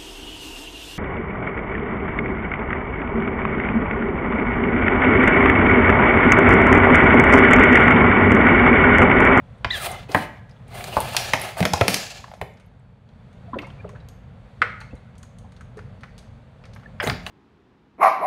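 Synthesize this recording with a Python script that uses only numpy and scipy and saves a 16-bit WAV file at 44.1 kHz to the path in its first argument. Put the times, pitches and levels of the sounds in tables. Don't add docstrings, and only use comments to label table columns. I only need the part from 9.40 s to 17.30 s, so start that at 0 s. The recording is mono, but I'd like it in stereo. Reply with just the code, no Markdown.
import sys
import numpy as np
from scipy import signal
from scipy.fft import rfft, irfft
from scipy.io import wavfile
from scipy.ndimage import uniform_filter1d

SR = 44100
rng = np.random.default_rng(int(sys.argv[2]) if len(sys.argv) > 2 else 0)


def gain_from_db(level_db):
    decades = np.asarray(level_db, float) / 20
    return 10 ** decades


def digitize_waveform(pressure):
    field = np.atleast_2d(pressure).T
    bounded = np.clip(field, -1, 1)
    quanta = np.round(bounded * 32767).astype(np.int16)
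    wavfile.write(sys.argv[1], SR, quanta)


N = 348390
T = np.arange(N) / SR


def unit(x):
    return x / np.sqrt(np.mean(x ** 2))


def resonance(size, hz, width_hz):
    f = np.maximum(np.arange(size // 2 + 1) * SR / size, 1)
    return 1 / (1 + 1j * (f - hz ** 2 / f) / width_hz)


def band(x, lo_hz, hi_hz):
    mid, width = np.sqrt(lo_hz * hi_hz), hi_hz - lo_hz
    lower = resonance(len(x), np.sqrt(lo_hz * mid), width)
    upper = resonance(len(x), np.sqrt(hi_hz * mid), width)
    return irfft(rfft(x) * (lower * upper) ** 2, len(x))


def modes(x, table):
    response = 0
    for k, (hz, width_hz, db) in enumerate(table):
        response = response + (-1) ** k * gain_from_db(db) * resonance(len(x), hz, width_hz)
    return irfft(rfft(x) * response, len(x))


def walk(rate_hz):
    k = int(SR / rate_hz)
    held = np.repeat(rng.standard_normal(N // k + 1), k)
    return np.sqrt(2) * uniform_filter1d(uniform_filter1d(held, k), k)[:N]


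def notes(table, patchy_db, rate_hz):
    x = rng.standard_normal(N)
    out = np.zeros(N)
    for hz, width_hz, db in table:
        note = unit(signal.lfilter(*signal.iirpeak(hz, hz / width_hz, SR), x))
        out += gain_from_db(db + patchy_db * walk(rate_hz)) * note
    return out


def coloured(points):
    hz, db = np.transpose(points)
    f = np.maximum(np.arange(N // 2 + 1) * SR / N, 1)
    shape = gain_from_db(np.interp(np.log(f), np.log(hz), db))
    return unit(irfft(rfft(rng.standard_normal(N)) * shape, N))


def treble(x):
    bass_leak, spread_hz = 0.045, 240
    high = signal.butter(2, spread_hz, "high", fs=SR, output="sos")
    return bass_leak * x + signal.sosfiltfilt(high, x, padtype=None)


def wide(make, share, left):
    mid = make()
    return mid + treble(share * make() + left * mid) * np.array([[1], [-1]])


def add(out, s, x):
    i = int(s * SR)
    out[i:i + len(x)] += x[:N - i]


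def chatter(fade_s):
    size = 4096 if fade_s > 0.009 else 2048
    x = rng.standard_normal(size) * np.exp(-T[:size] / max(fade_s, 1e-4))
    x[0] += 0.59 * np.linalg.norm(x)
    return x


def burst(lo_hz, hi_hz, fade_s, db):
    x = band(chatter(fade_s), lo_hz, hi_hz)
    return gain_from_db(db) * x / np.abs(x).max()


# start_s, level_db
BACKGROUND_LEVEL = [(0, -43.5), (.5, -40.5), (1.1, -45), (1.6, -37), (2.3, -47), (2.8, -46), (3.2, -48),
                    (3.65, -50), (3.7, -47), (4.02, -43), (4.3, -40), (4.7, -43.5), (5.4, -43), (5.9, -46),
                    (6.55, -43), (7.1, -45.5), (7.5, -43), (7.9, -42)]
# pitch_hz, density_db (per Hz)
HUM_COLOUR = [(15, -39.5), (25, -16), (32, -14.5), (48, -1.5), (59, -5), (112, 1.5), (141, -1.5),
              (155, -12), (178, -3), (198, -9.5), (227, -7.5), (282, -39), (320, -49), (420, -37.5),
              (700, -120)]
# pitch_hz, density_db (per Hz)
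AIR_COLOUR = [(150, -19), (260, -2), (316, -14), (415, -8.5), (483, -4.5), (621, -6.5), (1130, -14),
              (1330, -14.5), (1800, -18), (2170, -19.5), (3500, -28), (4550, -54), (7700, -120)]
# pitch_hz, density_db (per Hz)
THIN_COLOUR = [(2060, -30), (3500, -1), (3950, -2.5), (4520, -9.5), (5040, -12.5), (6050, -13.5),
               (6550, -13.5), (8780, -16), (9790, -19), (10900, -25.5), (15000, -31.5)]
# pitch_hz, width_hz, level_db
FAN_WHINE = [(4470, 110, 0), (3360, 120, -4), (8930, 160, -19)]


def hum():
    air_db, thin_db, whine_db = -11, -29.5, -38
    low = gain_from_db(0.68 * walk(10)) * wide(lambda: coloured(HUM_COLOUR), 0.4, 0.02)
    air = gain_from_db(air_db + 0.54 * walk(4.3)) * wide(lambda: coloured(AIR_COLOUR), 0.93, 0.024)
    thin = gain_from_db(thin_db + 0.73 * walk(4)) * wide(lambda: coloured(THIN_COLOUR), 0.95, 0.02)
    whine = gain_from_db(whine_db) * wide(lambda: notes(FAN_WHINE, 2.5, 2.9), 0.95, 0.021)
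    return gain_from_db(np.interp(T, *np.transpose(BACKGROUND_LEVEL))) * (low + air + thin + whine)


# start_s, peak_db, centre_hz, band_ratio
SPECKS = [(.182, -63, 8800, 1.1), (.247, -28, 4300, 1.25), (.515, -29, 9200, 1.05),
          (.516, -35, 10900, 1.05), (3.015, -33, 2600, 1.2), (1.111, -51, 4800, 1.08),
          (1.164, -57, 3200, 1.2), (1.281, -47, 8500, 1.3), (1.443, -32, 7500, 1.3),
          (2.228, -24, 2000, 1.4), (2.919, -54, 12000, 1.2), (3.138, -58, 7000, 1.3),
          (3.261, -60, 11500, 1.15), (3.395, -66, 8000, 1.05), (4.142, -46, 3300, 1.25),
          (4.302, -44, 3000, 1.08), (4.303, -45, 1550, 1.1), (4.478, -50, 2600, 1.15),
          (4.491, -44, 1080, 1.1), (5.413, -43, 2700, 1.1), (5.53, -33, 230, 1.5), (7.241, -45, 2300, 1.2),
          (7.602, -33, 5000, 1.06), (7.603, -24, 3000, 1.12), (7.638, -32, 4900, 1.06),
          (7.865, -31, 3900, 1.1)]


def specks():
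    fade_s, left = 0.005, 0.15
    out = np.zeros(N)
    for s, db, hz, ratio in SPECKS:
        ratio = max(ratio, 1.02)
        add(out, s, burst(hz / ratio, hz * ratio, fade_s, db))
    return out * np.array([[1 + left], [1 - left]])


# start_s, body_peak_db, crack_db, fizz_db
KNOCKS = [(0.246, -11.5, -13.5, -44), (0.691, -32.5, -44, -56), (0.747, 0.5, -15, -32),
          (1.441, -36, -30.5, -27.5), (1.568, -0.5, -32.5, -29.5), (1.604, -16.5, -32.5, -34.5),
          (1.748, -14.5, -26.5, -40.5), (1.766, -20.5, -17.5, -9), (1.935, -5, -7.5, -14.5),
          (2.012, -36.5, -44.5, -36.5), (2.17, -23, -35.5, -42.5), (2.335, -4.5, -21.5, -13.5),
          (3.014, -15.5, -25.5, -40), (7.627, -20, -30.5, -54), (7.865, -25.5, -26, -33)]
# start_s, body_peak_db, crack_db, fizz_db, body_centre_hz
CLUNKS = [(2.205, -9.5, -23, -23.5, 530), (2.227, -13.5, -17, -26, 617), (2.253, -12.5, -12, -14, 530),
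          (2.411, -2.5, -12.5, -18.5, 570), (2.481, -10, -10, -7, 550), (2.543, -29, -17, -9.5, 526),
          (5.218, -6, -22, -40, 1620), (7.601, -18.5, -40, -43, 1300), (7.638, -15.5, -41, -38, 490),
          (7.673, -12, -19.5, -27, 596), (7.698, -15.5, -19, -41, 1170)]
# start_s, peak_db, centre_hz
THUDS = [(0.247, -22.5, 113), (0.747, -13.5, 124), (1.567, -24.5, 108), (1.937, -20.5, 138),
         (2.204, -9.5, 173), (2.225, -19, 138), (2.252, -21, 242), (2.334, -19.5, 102), (2.411, -13, 119),
         (2.481, -18, 234), (2.51, -27, 157), (2.54, -27.5, 240), (3.013, -27, 121.5), (4.443, -34, 95),
         (5.212, -31, 149), (5.523, -32, 99), (7.64, -30, 211), (7.684, -40, 156), (7.717, -25.5, 149),
         (7.667, -22, 129), (7.701, -29, 124)]
# start_s, peak_db, centre_hz, fade_s
HOLLOW = [(0.246, -34, 370, 0.0043), (.69, -30, 400, 0.014), (.749, -18, 300, 0.01),
          (.747, -6.5, 1605, 0.012), (1.767, -9, 3220, 0.0069), (7.679, -24.5, 118.3, 0.028),
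          (2.841, -32.5, 980, 0.0039), (2.879, -41, 857, 0.0073), (2.915, -32, 775, 0.0017),
          (2.936, -32, 736, 0.0031), (3.016, -26, 494.5, 0.0087), (4.445, -36, 1300, 0.0065),
          (5.223, -26, 523, 0.027), (5.528, -40.5, 785, 0.0071), (6.044, -44.5, 900, 0.0068),
          (6.38, -39, 1620, 0.0089), (7.6, -13.5, 1750, 0.0095), (7.603, -28, 2860, 0.0082),
          (7.698, -13.5, 4200, 0.0021), (4.188, -23.5, 2670, 0.0027), (7.61, -24, 673, 0.043), ]


def knocks():
    panel_hz, thud_fade_s = 775, 0.013
    out = np.zeros(N)
    for s, body_db, crack_db, fizz_db, hz in [(*row, panel_hz) for row in KNOCKS] + CLUNKS:
        add(out, s, burst(hz / 2.18, hz * 1.545, 0.0088, body_db - 3))
        add(out, s, burst(870, 3100, 0.0051, crack_db + 5))
        add(out, s, burst(3000, 6580, 0.0031, fizz_db + 3))
        add(out, s, burst(6600, 13910, 0.0029, fizz_db - 3))
    for s, db, hz in THUDS:
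        add(out, s, burst(hz / 4.2, hz * 1.72, thud_fade_s, db))
    for s, db, hz, fade_s in HOLLOW:
        add(out, s, burst(hz / 1.46, hz * 1.27, fade_s, db))
    return out


# start_s, load_db, grit_db
PULLS = [
    [(.3, -59.5, 8), (.325, -48.5, 7.5), (.38, -39, -5), (.45, -34.5, -9.5), (.54, -37, -28),
     (.6, -48.5, -18), (.679, -61.5, -14)],
    [(.684, -54, -18.5), (.693, -42, -21), (.76, -38.5, -15), (.83, -37.5, -18), (.9, -52, -43),
     (1.0, -57, -24)],
    [(1.268, -69.5, -2), (1.284, -56, -6), (1.315, -48, -15.5), (1.36, -40, -12), (1.45, -39.5, -11.5),
     (1.78, -36.5, -5.5), (1.9, -41, -1.5), (2.11, -38, -14), (2.15, -49, -7)],
    [(2.151, -48.5, -7), (2.18, -32.5, -14), (2.3, -40, -9.5), (2.45, -41, -4), (2.5, -34.5, -2.5),
     (2.6, -37.5, 2), (2.74, -50.5, 7), (2.86, -61, 3.5), (2.99, -77, 4)],
    [(7.6, -59, -8), (7.63, -32, -18), (7.7, -34.5, -15), (7.76, -43.5, -24), (7.85, -52, -22),
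     (7.875, -39.5, -9), (7.95, -62, -20)],
]
# rail_rattle_db, finest_grit_db, box_db
PULL_COLOUR = [(2.5, 3, 0.5), (1.5, 4, 1.5), (-0.5, 1.5, 0.5), (-4, -2, 0), (-3, -3.5, -3)]
# pitch_hz, width_hz, level_db
RUMBLE = [(380, 44, -5.5), (584, 130, -2.5), (723, 110, 1.5), (1300, 370, -9.5)]
# pitch_hz, width_hz, level_db
RATTLE = [(1700, 130, -4), (2360, 150, -4.5), (2740, 240, -4.5), (3268, 400, -6.5), (4200, 1100, -11.5)]
# pitch_hz, width_hz, level_db
HISS = [(4530, 1400, 1), (5250, 860, 2), (6700, 1600, -2), (7700, 1500, -11)]
# pitch_hz, width_hz, level_db
SHEEN = [(9000, 1200, -2), (11100, 860, -2), (13800, 5500, -8)]
# pitch_hz, width_hz, level_db
RAIL_NOTES = [(785, 68, -6), (1256, 78, -19), (2080, 75, -13), (2533, 34, -15.5), (2950, 45, -20.5),
              (3460, 55, -20.5), (3960, 66, -26.5)]


def runners():
    load_db, grit_db, rattle_db, sheen_db, box_db = np.full((5, N), -120.)
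    for rows, colour in zip(PULLS, PULL_COLOUR):
        s, *columns = np.transpose(rows)
        on = (T >= s[0]) & (T <= s[-1])
        load_db[on], grit_db[on] = (np.interp(T[on], s, c) for c in columns)
        rattle_db[on], sheen_db[on], box_db[on] = colour
    grain = gain_from_db(2.8 * np.minimum(rng.exponential(size=N), 3.2) + 2.5 * walk(70))
    grit_patchy_db = 0.8

    def grit(table):
        return unit(modes(rng.standard_normal(N) * grain, table))

    def coarse_grit():
        low = signal.butter(2, 9500, fs=SR, output="sos")
        return signal.sosfilt(low, grit(HISS))

    rumble = gain_from_db(box_db) * wide(lambda: grit(RUMBLE), 0.6, 0.2)
    rattle = gain_from_db(5.5 + rattle_db + 0.63 * grit_db) * wide(lambda: grit(RATTLE), 0.76, 0.15)

    rail_hz, rail_db, rail_fade_db_s = 2070, 6, 9
    turns_hz, first_turn_s = 43, 0.366
    throb = np.sin(np.pi * turns_hz * (T - first_turn_s + 0.001 * walk(20))) ** 2
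    tone = np.sin(2 * np.pi * rail_hz * np.cumsum(1 + 0.006 * walk(90)) / SR)
    rattle += gain_from_db(rail_db - rail_fade_db_s * T + walk(12)) * throb * tone
    rattle += gain_from_db(box_db) * wide(lambda: notes(RAIL_NOTES, 4, 12), 0.6, 0.15)

    rise_s, rise_top_db = 0.11, 11
    keep = np.exp(-1 / (rise_s * SR))
    recent_db = signal.lfilter([1 - keep], [1, -keep], load_db + 121)
    rise_db = np.clip(load_db + 119.5 - recent_db, -rise_top_db, rise_top_db)

    fine_db = -5 + 0.36 * rise_db + sheen_db + 0.6 * (load_db + 38) - 0.62 * np.abs(grit_db)
    sheen = gain_from_db(fine_db + grit_patchy_db * walk(22)) * wide(lambda: grit(SHEEN), 1.0, -0.1)
    hiss = gain_from_db(-1.5 + grit_db + grit_patchy_db * walk(7.4)) * wide(coarse_grit, 1.0, 0.0996)
    lag = gain_from_db(-0.22 * np.maximum(rise_db, 0))
    return gain_from_db(load_db) * (rumble + lag * (rattle + hiss) + sheen)


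# start_s, slip_rate_hz, level_db, overtone_db
SQUEAK = [
    (0.303, 1640, -43, -44.5),
    (.306, 1720, -33, -19),
    (.312, 2013, -20.5, -21),
    (0.323, 1970, -27.5, -36.5),
    (.34, 1792, -32.5, -29),
    (0.357, 1642, -33.5, -24.5),
    (0.37, 1592, -37, -39),
    (0.399, 1410, -38, -59),
    (.44, 1154, -40, -80.5),
]


def squeak():
    wobble, flutter_db = 0.012, 2.5
    s, hz, first_db, second_db = np.transpose(SQUEAK)
    phase = 2 * np.pi * np.cumsum(np.interp(T, s, hz) * (1 + wobble * walk(400))) / SR
    out = np.zeros(N)
    for k, level_db in ((1, first_db), (2, second_db)):
        level = gain_from_db(np.interp(T, s, level_db, -120, -120) + flutter_db * walk(120))
        out += level * np.sin(k * phase)
    return out


# start_s, body_peak_db, crack_db, snap_db
TAPS = [(0.444, -28, -31, -44), (0.517, -48, -56, -37), (0.72, -40, -46, -47), (1.094, -49, -54, -62),
        (1.111, -62, -59, -65), (2.841, -35.5, -44, -75.5), (2.879, -44, -54, -64),
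        (2.915, -39.5, -48, -65), (2.938, -38, -45, -54), (3.172, -48.5, -57, -67),
        (3.199, -50, -56.5, -57), (3.93, -54.5, -62, -62)]
# start_s, body_peak_db, crack_db, snap_db
CRACKLES = [(4.186, -29, -59, -54), (4.219, -48, -42.5, -57), (4.269, -51, -56, -56),
            (4.303, -46, -54.5, -67.5), (4.492, -39, -53, -51), (4.56, -38.5, -67.5, -74),
            (4.687, -53, -46.5, -48.5), (5.404, -36.5, -49, -50), (5.414, -32, -49, -55),
            (5.553, -59, -66.5, -56.5), (5.754, -54.5, -56, -66.5), (5.781, -79, -58, -50),
            (5.83, -43, -48.5, -46), (5.986, -68.5, -53.5, -48.5), (6.121, -49, -52.5, -59),
            (6.165, -59, -51, -61), (6.209, -36.5, -54, -54.5), (6.372, -46, -52, -50.5),
            (6.39, -35.5, -52, -62.5), (6.609, -52, -53, -60), (6.634, -30, -46.5, -57),
            (6.78, -51.5, -41.5, -47.5), (6.789, -55, -47, -50), (7.239, -41.5, -50, -70),
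            (7.254, -41, -47.5, -56.5), (7.335, -49.5, -47.5, -58), (7.362, -34, -61, -62),
            (7.398, -47, -56, -69), (7.433, -42.5, -63, -75)]
# pitch_hz, width_hz, level_db
PAN_RING = [(6480, 750, 5), (4100, 200, -3.5), (8700, 1400, -2)]


def ticks():
    fade_s = 0.008
    out, snaps = np.zeros((2, N))
    for s, body_db, crack_db, snap_db in TAPS + CRACKLES:
        add(out, s, burst(540, 2240, fade_s, body_db))
        add(out, s, burst(1980, 5550, fade_s, crack_db + 4))
        add(snaps, s, burst(3830, 11740, fade_s, snap_db + 2.5))
    return out + 0.52 * snaps + gain_from_db(4.5) * modes(snaps, PAN_RING)


# start_s, peak_db, centre_hz, band_ratio
CLATTER = [(7.614, -25, 1700, 1.5), (7.628, -24, 1600, 1.07), (7.63, -33, 2900, 1.08),
           (7.647, -31, 6700, 1.08), (7.653, -28, 1450, 1.23), (7.664, -30, 3000, 1.1),
           (7.667, -18, 804, 2.5), (7.675, -25.5, 3840, 1.1), (7.684, -19, 1390, 1.17),
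           (7.703, -19.5, 1300, 1.25), (7.716, -24.5, 1350, 1.34), (7.864, -22, 2700, 1.15),
           (7.865, -33, 7200, 1.4), (5.219, -21, 2500, 1.23), (.747, -19.5, 11000, 2.2),
           (1.408, -26.5, 2060, 1.4), (1.525, -41, 4200, 1.1), (1.525, -31, 2860, 1.06),
           (1.6865, -33.5, 11300, 1.5), (1.7348, -28, 9000, 1.3), (1.9977, -30, 10600, 1.3),
           (2.0155, -20, 10100, 1.2), (3.014, -33.5, 9000, 1.55), (3.21, -54, 2816, 1.25),
           (3.395, -69.5, 9000, 1.26), (3.69, -52, 3503, 1.6), (5.218, -41.5, 8300, 1.1),
           (5.41, -39, 4100, 1.11), (5.218, -5, 1355, 1.3), (1.6035, -17, 9860, 1.39),
           (7.638, -25, 2000, 1.05), (7.638, -32, 5960, 1.1), (0.718, -25, 3080, 2.3),
           (2.412, -14.5, 1300, 1.085), (1.935, -10, 1114, 1.37), (4.19, -48, 12400, 1.3),
           (4.687, -50, 11800, 1.1), (7.35, -49, 10500, 1.2)]


def clatter():
    fade_s = 0.0036
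    out = np.zeros(N)
    for s, db, hz, ratio in CLATTER:
        ratio = max(ratio, 1.02)
        add(out, s, burst(hz / ratio, min(hz * ratio, 0.45 * SR), fade_s, db))
    return out


# start_s, pitch_hz, peak_db, length_s
BLIPS = [(4.08, 687, -43, .036), (4.19, 2170, -45, .028), (4.242, 2160, -46, .026),
         (4.388, 2390, -52, .034), (4.408, 1720, -50, .014), (4.452, 420, -34, .042),
         (4.534, 520, -43, .014), (5.508, 2650, -55, .022), (5.566, 4000, -57, .016),
         (7.458, 1760, -42, .016)]


def blips():
    glide, flutter_db = 0.04, 4
    out = np.zeros(N)
    for s, hz, db, length_s in BLIPS:
        age = np.minimum(T[:4096] / length_s, 1)
        phase = 2 * np.pi * hz * np.cumsum(1 + glide * (age - 0.5)) / SR
        add(out, s, gain_from_db(db) * np.sin(np.pi * age ** 0.65) * np.sin(phase))
    return out * gain_from_db(flutter_db * walk(150))


# start_s, pitch_hz, peak_db
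GLUGS = [(4.131, 992, -25), (4.132, 251, -24.5), (4.139, 1370, -34.5), (4.156, 541, -25), (4.158, 380, -27),
         (4.181, 292, -33), (4.2, 508, -39), (4.221, 1176, -39), (4.228, 1330, -44), (4.225, 687, -36),
         (4.266, 924, -43), (4.444, 412, -31), (4.448, 600, -34.5), (4.48, 480, -47), (4.548, 1500, -47),
         (4.6, 3730, -56), (5.527, 480, -40.5), (6.02, 464, -46), (6.368, 424, -36.5), (7.332, 5070, -54)]


def glugs():
    life_s, cycles = 0.018, 3.8
    glide, rough = 0.051, 0.64
    out = np.zeros(N)
    wobble = walk(200)
    for s, hz, db in GLUGS:
        age = T[:4096] / (life_s + cycles / hz)
        shake = wobble[int(s * SR):][:len(age)]
        pitch = 1 + glide * (np.minimum(age, 2) - 0.5) + 0.036 * shake
        phase = 2 * np.pi * hz * np.cumsum(pitch) / SR
        splat = unit(band(rng.standard_normal(len(age)), hz / 1.32, hz * 1.32))
        add(out, s, gain_from_db(db + 16.5) * age * np.exp(-3.8 * age) * (np.sin(phase) + rough * splat))
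    return out


def even(x, share):
    spectrum = rfft(x)
    size = np.abs(spectrum) + 1e-12
    smooth = uniform_filter1d(size, size=len(size) // 60)
    return irfft(spectrum * (smooth / size) ** np.clip(share, 0, 1), len(x))


# low_hz, high_hz, level_db, t60_s
ROOM = [(50, 343, -18.5, 0.54), (229, 1300, -20.5, 0.68), (900, 3700, -18, 1), (2620, 8900, -11, 0.77),
        (6500, 18000, -7.5, 0.46)]


def kitchen(x, wet_db, left):
    t = T[:SR // 2]

    def tail():
        out = np.zeros(len(t))
        for lo_hz, hi_hz, db, t60_s in ROOM:
            noise = unit(band(rng.standard_normal(len(t)), lo_hz, hi_hz))
            out += gain_from_db(db - 60 * t / t60_s) * noise
        return gain_from_db(wet_db) * even(np.clip(t / 0.0075, 0, 1) * out, 0.87) * np.exp(-t / 0.17)

    mid, side = tail(), tail()
    close = even(rng.standard_normal(512) * np.exp(-T[:512] / 0.0018), 0.8)
    mid[1] = 1
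    add(side, 0.0012, 0.61 * close / np.linalg.norm(close))
    high = signal.butter(1, 6480, "high", fs=SR, output="sos")
    top = 0.19 * signal.sosfilt(high, mid)
    side[:3] += 0.34 * np.array([1, 0, -1])
    side = side + left * mid - top
    mid, side = (signal.fftconvolve(x, path)[:N] for path in (mid, side))
    return mid + treble(side) * np.array([[1], [-1]])


def scene():
    cabinet = kitchen(knocks() + clatter() + squeak(), -31.5, 0.22) + runners()
    bottle = kitchen(ticks() + glugs(), -31.0, 0.052)
    return cabinet + bottle + hum() + specks() + blips()


def top_cut(x):
    return signal.sosfilt(signal.butter(12, 16990, fs=SR, output="sos"), x)


# pitch_hz, level_db
RANGE_ENDS = [(20, -3), (45, 0), (15700, 0), (15900, -44), (16850, -44), (17000, -90)]


def record(dry):
    hz, db = np.transpose(RANGE_ENDS)
    colour = gain_from_db(np.interp(np.arange(N // 2 + 1) * SR / N, hz, db))
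    rounded = np.tanh(0.91 * dry) / 0.89
    mix = irfft(rfft(rounded) * colour, N)
    return top_cut(mix)


dry = scene()
out = record(dry)
digitize_waveform(out)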